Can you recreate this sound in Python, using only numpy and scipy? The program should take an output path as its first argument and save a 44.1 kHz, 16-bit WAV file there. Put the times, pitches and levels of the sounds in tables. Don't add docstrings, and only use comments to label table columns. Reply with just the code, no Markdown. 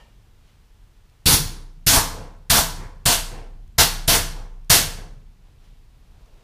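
import sys
import numpy as np
from scipy import signal
from scipy.fft import rfft, irfft, next_fast_len
from scipy.io import wavfile
from scipy.ndimage import uniform_filter1d

SR = 44100
rng = np.random.default_rng(int(sys.argv[2]) if len(sys.argv) > 2 else 0)


def how_loud(loudness_db):
    steps = np.asarray(loudness_db, float) / 20
    return 10 ** steps


def unload_wav(signal):
    wavfile.write(
        sys.argv[1],
        SR,
        np.round(np.clip(np.atleast_2d(signal).T, -1, 1) * 32767).astype(np.int16),
    )


N = 283563
TIME = np.arange(N) / SR
SIZE = next_fast_len(N)
FREQ = np.maximum(np.arange(SIZE // 2 + 1) * SR / SIZE, 1)

# (opens [s], closes [s])
VALVE_TIMES = [
    (1.2567, 1.3412),
    (1.8643, 1.9745),
    (2.4977, 2.588),
    (3.0545, 3.130),
    (3.7808, 3.820),
    (4.0763, 4.159),
    (4.6968, 4.773),
]
FIRST_OPENING_S = VALVE_TIMES[0][0]
BREAK_OUT_S = .0029


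def unit(x):
    return x / np.sqrt(np.mean(x ** 2))


def along(table, hz):
    f, value = np.transpose(table)
    return np.interp(np.log(hz), np.log(f), value)


def noise(gain):
    spectrum = rfft(rng.standard_normal(SIZE)) * gain
    return unit(irfft(spectrum, SIZE)[:N])


def band(hz, width):
    return 1 / np.sqrt(1 + ((FREQ - hz ** 2 / FREQ) / width) ** 2)


def walk(rate):
    hold = int(SR / rate)
    steps = np.repeat(rng.standard_normal(N // hold + 1), hold)
    return unit(uniform_filter1d(uniform_filter1d(steps, hold), hold)[:N])


def linger(power, t60):
    kept = 10 ** (-6 / (t60 * SR))
    return signal.lfilter([1 - kept], [1, -kept], power)


def heard(colour, gain, tilt_db=0., direct_db=-4, early_t60=0.2, late_db=-3, patchy_db=1.5):
    # (frequency [Hz], t60 [s])
    garage_t60 = [(60, 0.85), (150, 0.74), (400, 0.68), (1000, 0.6), (2500, 0.49), (5000, 0.48),
                  (9000, .42), (15000, .32)]
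    out, total = 0, np.sum(colour ** 2)
    for hz in 44 * 2 ** np.arange(0, 8.6, .5):
        part = colour * np.cos(np.pi * np.clip(np.log2(FREQ / hz), -.5, .5))
        share = np.sum(part ** 2) / total
        if share > 3e-4:
            level_db = tilt_db * np.log2(hz / 5000) + patchy_db * walk(30)
            power = share * (gain * how_loud(level_db)) ** 2
            direct = how_loud(direct_db) ** 2 * power
            early = linger(power, early_t60)
            late = how_loud(late_db) ** 2 * linger(power, along(garage_t60, hz))
            out = out + np.sqrt(direct + early + late) * noise(part)
    return out


def air():
    # (frequency [Hz], level [dB per Hz])
    floor_colour = [(13, -30), (22, -2.5), (43, -4), (55, -11.5), (132, -18), (156, -24.5), (236, -26.5),
                    (263, -30), (457, -33.5), (524, -44.5), (771, -38.5), (14300, -55), (16000, -55.5)]
    colour = how_loud(along(floor_colour, FREQ))
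    low = 1 / (1 + (FREQ / 300) ** 4)
    shaken_s = 0.74
    shakes = sum((TIME > start) * np.exp(-np.abs(TIME - start) / shaken_s) for start, _ in VALVE_TIMES)
    rumble = how_loud(-50 + 6 * np.tanh(shakes) + 1.3 * walk(13)) * noise(colour * low)
    return rumble + how_loud(-66) * noise(colour * (1 - low))


def rustles():
    # (time [s], rise [s], fall [s], dull part [dB], crisp part [dB])
    cloth_moves = [
        (0.0, .01, 0.069, -59.5, -65),
        (.48, 0.029, .06, -74, -70),
        (5.47, .03, .09, -68, -80),
        (5.65, .03, .05, -70.5, -66),
        (6.2, .12, 0.18, -67, -77),
        (6.43, 0.11, .1, -64.5, -75.5),
    ]
    dull, crisp = how_loud(-74), how_loud(-73)
    for at, rise, fall, dull_db, crisp_db in cloth_moves:
        shape = np.exp(-np.abs(TIME - at) / np.where(TIME < at, rise, fall))
        dull = dull + how_loud(dull_db) * shape
        crisp = crisp + how_loud(crisp_db) * shape
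    return dull * noise(band(470, 880) ** 2) + crisp * noise(band(3000, 4000) ** 2)


def knock():
    # (frequency [Hz], width [Hz], level [dB])
    knock_modes = [(460, 24, -2), (920, 60, 0), (1290, 28, -4), (1824, 39, -1), (2360, 51, -4),
                   (2860, 62, -2), (3130, 54, -4)]
    body = np.sqrt(sum((how_loud(db) * band(hz, 2.3 * width) ** 2) ** 2 for hz, width, db in knock_modes))
    return how_loud(-55 - 60 * TIME / 0.42) * noise(body)


def ticks():
    # (time [s], peak [dB])
    metal_ticks = [
        (1.0984, -56),
        (2.388, -57),
        (3.678, -53),
        (4.6466, -54),
        (6.259, -58),
    ]
    out = np.zeros(N)
    grit = noise(band(3200, 7000))
    for at, db in metal_ticks:
        out += how_loud(db - 0.5) * (TIME > at) * np.exp(-np.clip(TIME - at, 0, None) / 0.0012) * grit
    return out


def vents():
    # (hiss [dB], liquid roar at opening [dB], at closing [dB], rumble [dB], far echo [dB])
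    vent_charge = [
        (-17.5, -27, -29.5, -24.5, -56.5),
        (-16.5, -33, -21, -26, -45),
        (-16.5, -27, -22, -26, -45.5),
        (-16.5, -21.5, -28.5, -29.5, -44),
        (-15.5, -16, -25, -23, -55),
        (-16.5, -23, -28, -26, -49),
        (-14.5, -18.5, -29, -25, -47),
    ]
    flush_s = .45
    return [(start, closes - start, *levels, np.exp(-(start - FIRST_OPENING_S) / flush_s))
            for (start, closes), levels in zip(VALVE_TIMES, vent_charge)]


def thumps():
    # (delay [ms], signed gain)
    thump_bounces = [(2.2, .2), (5.0, -1.0), (9.4, .8), (15.2, .75), (24.3, .35), (30.6, -.8), (36.2, -.3),
                     (47.3, .3)]
    boom_hz, boom_lag_s, boom_swell_s, usual_hold_s = 30.1, .006, 0.12, .08
    out = np.zeros(N)
    for start, held, _, first_db, last_db, *_, dry in vents():
        push = how_loud(-14 + 3 * dry)
        for ms, gain in thump_bounces:
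            out += gain * push * np.exp(-.5 * ((TIME - start - ms / 1000) / .0012) ** 2)
        slam = how_loud(-17 + 0.68 * (last_db - first_db))
        out += slam * np.exp(-.5 * ((TIME - start - held) / .002) ** 2)
        t = np.clip(TIME - start - boom_lag_s, 0, None)
        swell = 1 - np.exp(-(t / boom_swell_s) ** 2)
        ring = how_loud(-60 * t / 0.97) + how_loud(-10 - 60 * t / 3.0)
        boom = how_loud(-20.5 - 2 * np.log2(held / usual_hold_s))
        out += boom * ring * swell * np.sin(2 * np.pi * boom_hz * t)
    return out


def flow(start, held, rise=.0004, fall=.012, leak_db=-11):
    t = TIME - start
    opening = how_loud(leak_db) * (t > 0) + 1 - np.exp(-np.clip(t - BREAK_OUT_S, 0, None) / rise)
    return opening * np.exp(-np.clip(t - held, 0, None) / fall)


def gas_gate(start, held, dry):
    pinch_s, bleed_s = 0.0026, .014
    return how_loud(-4.5) * flow(start, held - pinch_s, fall=bleed_s, leak_db=-11 + 5.5 * dry)


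def far_echo():
    far = np.zeros(N)
    for start, held, *_, far_db, dry in vents():
        far += how_loud(far_db) * flow(start + 0.22, held, rise=0.037, fall=0.041, leak_db=-43.5)
    echo = heard(band(490, 1100) ** 2, far, late_db=2.0, patchy_db=3.0)
    return echo + heard(band(70, 120) ** 2, how_loud(1.5) * far, late_db=3.0)


def rumble():
    gain = np.zeros(N)
    for start, held, *_, rumble_db, _, dry in vents():
        gain += how_loud(rumble_db) * gas_gate(start, held, dry)
    out = heard(band(120, 200) ** 2 + 0.21 * band(330, 60) ** 2, gain, late_db=-6.0)
    out += heard(band(87, 90) ** 2, how_loud(-13.5) * gain, late_db=7)
    mode = np.sqrt(linger((how_loud(-8.0) * gain) ** 2, 1.3)) * how_loud(2.1 * walk(20))
    return out + mode * noise(band(158, 60) ** 3)


def tube_roar():
    # (frequency [Hz], width [Hz], level [dB])
    tube_modes = [(470, 120, -2.5), (894, 340, 0), (1214, 610, -1.5), (1750, 140, -7)]
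    roar, tone = np.zeros((2, N))
    for start, held, _, first_db, last_db, *_, dry in vents():
        gate = gas_gate(start, held, dry)
        change_db = last_db - first_db
        wetter_db = change_db * np.clip(np.clip(TIME - start, 0, None) / held, 0, 1)
        roar += how_loud(first_db + wetter_db) * gate
        tone += how_loud(-25 - 20 * dry + 0.77 * (wetter_db - .5 * change_db)) * gate
    modes = np.sqrt(sum((how_loud(db) * band(hz, width)) ** 2 for hz, width, db in tube_modes))
    out = heard(modes * band(900, 1500), roar * how_loud(0.5 * walk(40)))
    return out + heard(band(656, 110) ** 2, tone, late_db=-9, patchy_db=0.5)


def snaps():
    out = np.zeros(N)
    for start, _ in VALVE_TIMES:
        t = TIME - start - .0003
        click = (TIME > start + .0003) * np.exp(-np.clip(t, 0, None) / .0006)
        out += how_loud(-16.5) * click * noise(band(10500, 6000) ** 2)
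    return out


def hiss():
    # (frequency [Hz], level [dB per Hz])
    jet_colour = [(820, -27), (1400, -3.5), (2280, -3), (3160, 0), (4960, 0.5), (5490, 0), (8330, -2.5),
                  (11000, -3), (15200, -7), (16000, -25.5)]
    gain, tilt_db = np.zeros((2, N))
    for start, held, hiss_db, *_, dry in vents():
        t = np.clip(TIME - start, 0, None)
        share = 1.15 - .14 * (start - FIRST_OPENING_S)
        surge = 1 + share * np.exp(-t / 0.019)
        surge += 1.3 * (1 - dry) * (t > BREAK_OUT_S) * np.exp(-np.abs(t - BREAK_OUT_S) / .004)
        gain += how_loud(hiss_db) * surge * gas_gate(start, held, dry)
        tilt_db[TIME > start] = 1.36 * dry
    out = heard(how_loud(along(jet_colour, FREQ)), gain * how_loud(1.5 * walk(60)), tilt_db)
    first_start, first_held = vents()[0][:2]
    return out + heard(band(9900, 1800) ** 2, how_loud(-27) * flow(first_start, first_held))


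def jet():
    out = far_echo() + rumble() + tube_roar() + snaps() + hiss()
    panels = how_loud(-38 - 60 * TIME[:4000] / .15) * rng.standard_normal(4000)
    return out + signal.fftconvolve(out, panels)[:N]


def scene():
    since = np.array([np.where(TIME > start, TIME - start, 99) for start, _ in VALVE_TIMES]).min(axis=0)
    duck = how_loud(-5 * np.exp(-since / 0.52))
    background = air() + rustles() + knock() + ticks()
    mono = duck * background + thumps() + jet()
    return np.array([mono, mono])


def top_cut(x):
    return signal.sosfilt(signal.butter(12, 16630, fs=SR, output="sos"), x)


def record(dry):
    x = signal.sosfilt(signal.butter(2, 14, "high", fs=SR, output="sos"), dry)
    grit = signal.sosfilt(signal.butter(1, 1500, fs=SR, output="sos"), x[0] * rng.standard_normal(N))
    x = np.tanh(.85 * x) / .85
    x = x + how_loud(-42.5) * np.outer([1, -1], grit)
    x = signal.sosfilt(signal.ellip(12, .2, 90, 15280, fs=SR, output="sos"), x)
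    return top_cut(x)


dry = scene()
out = record(dry)
unload_wav(out)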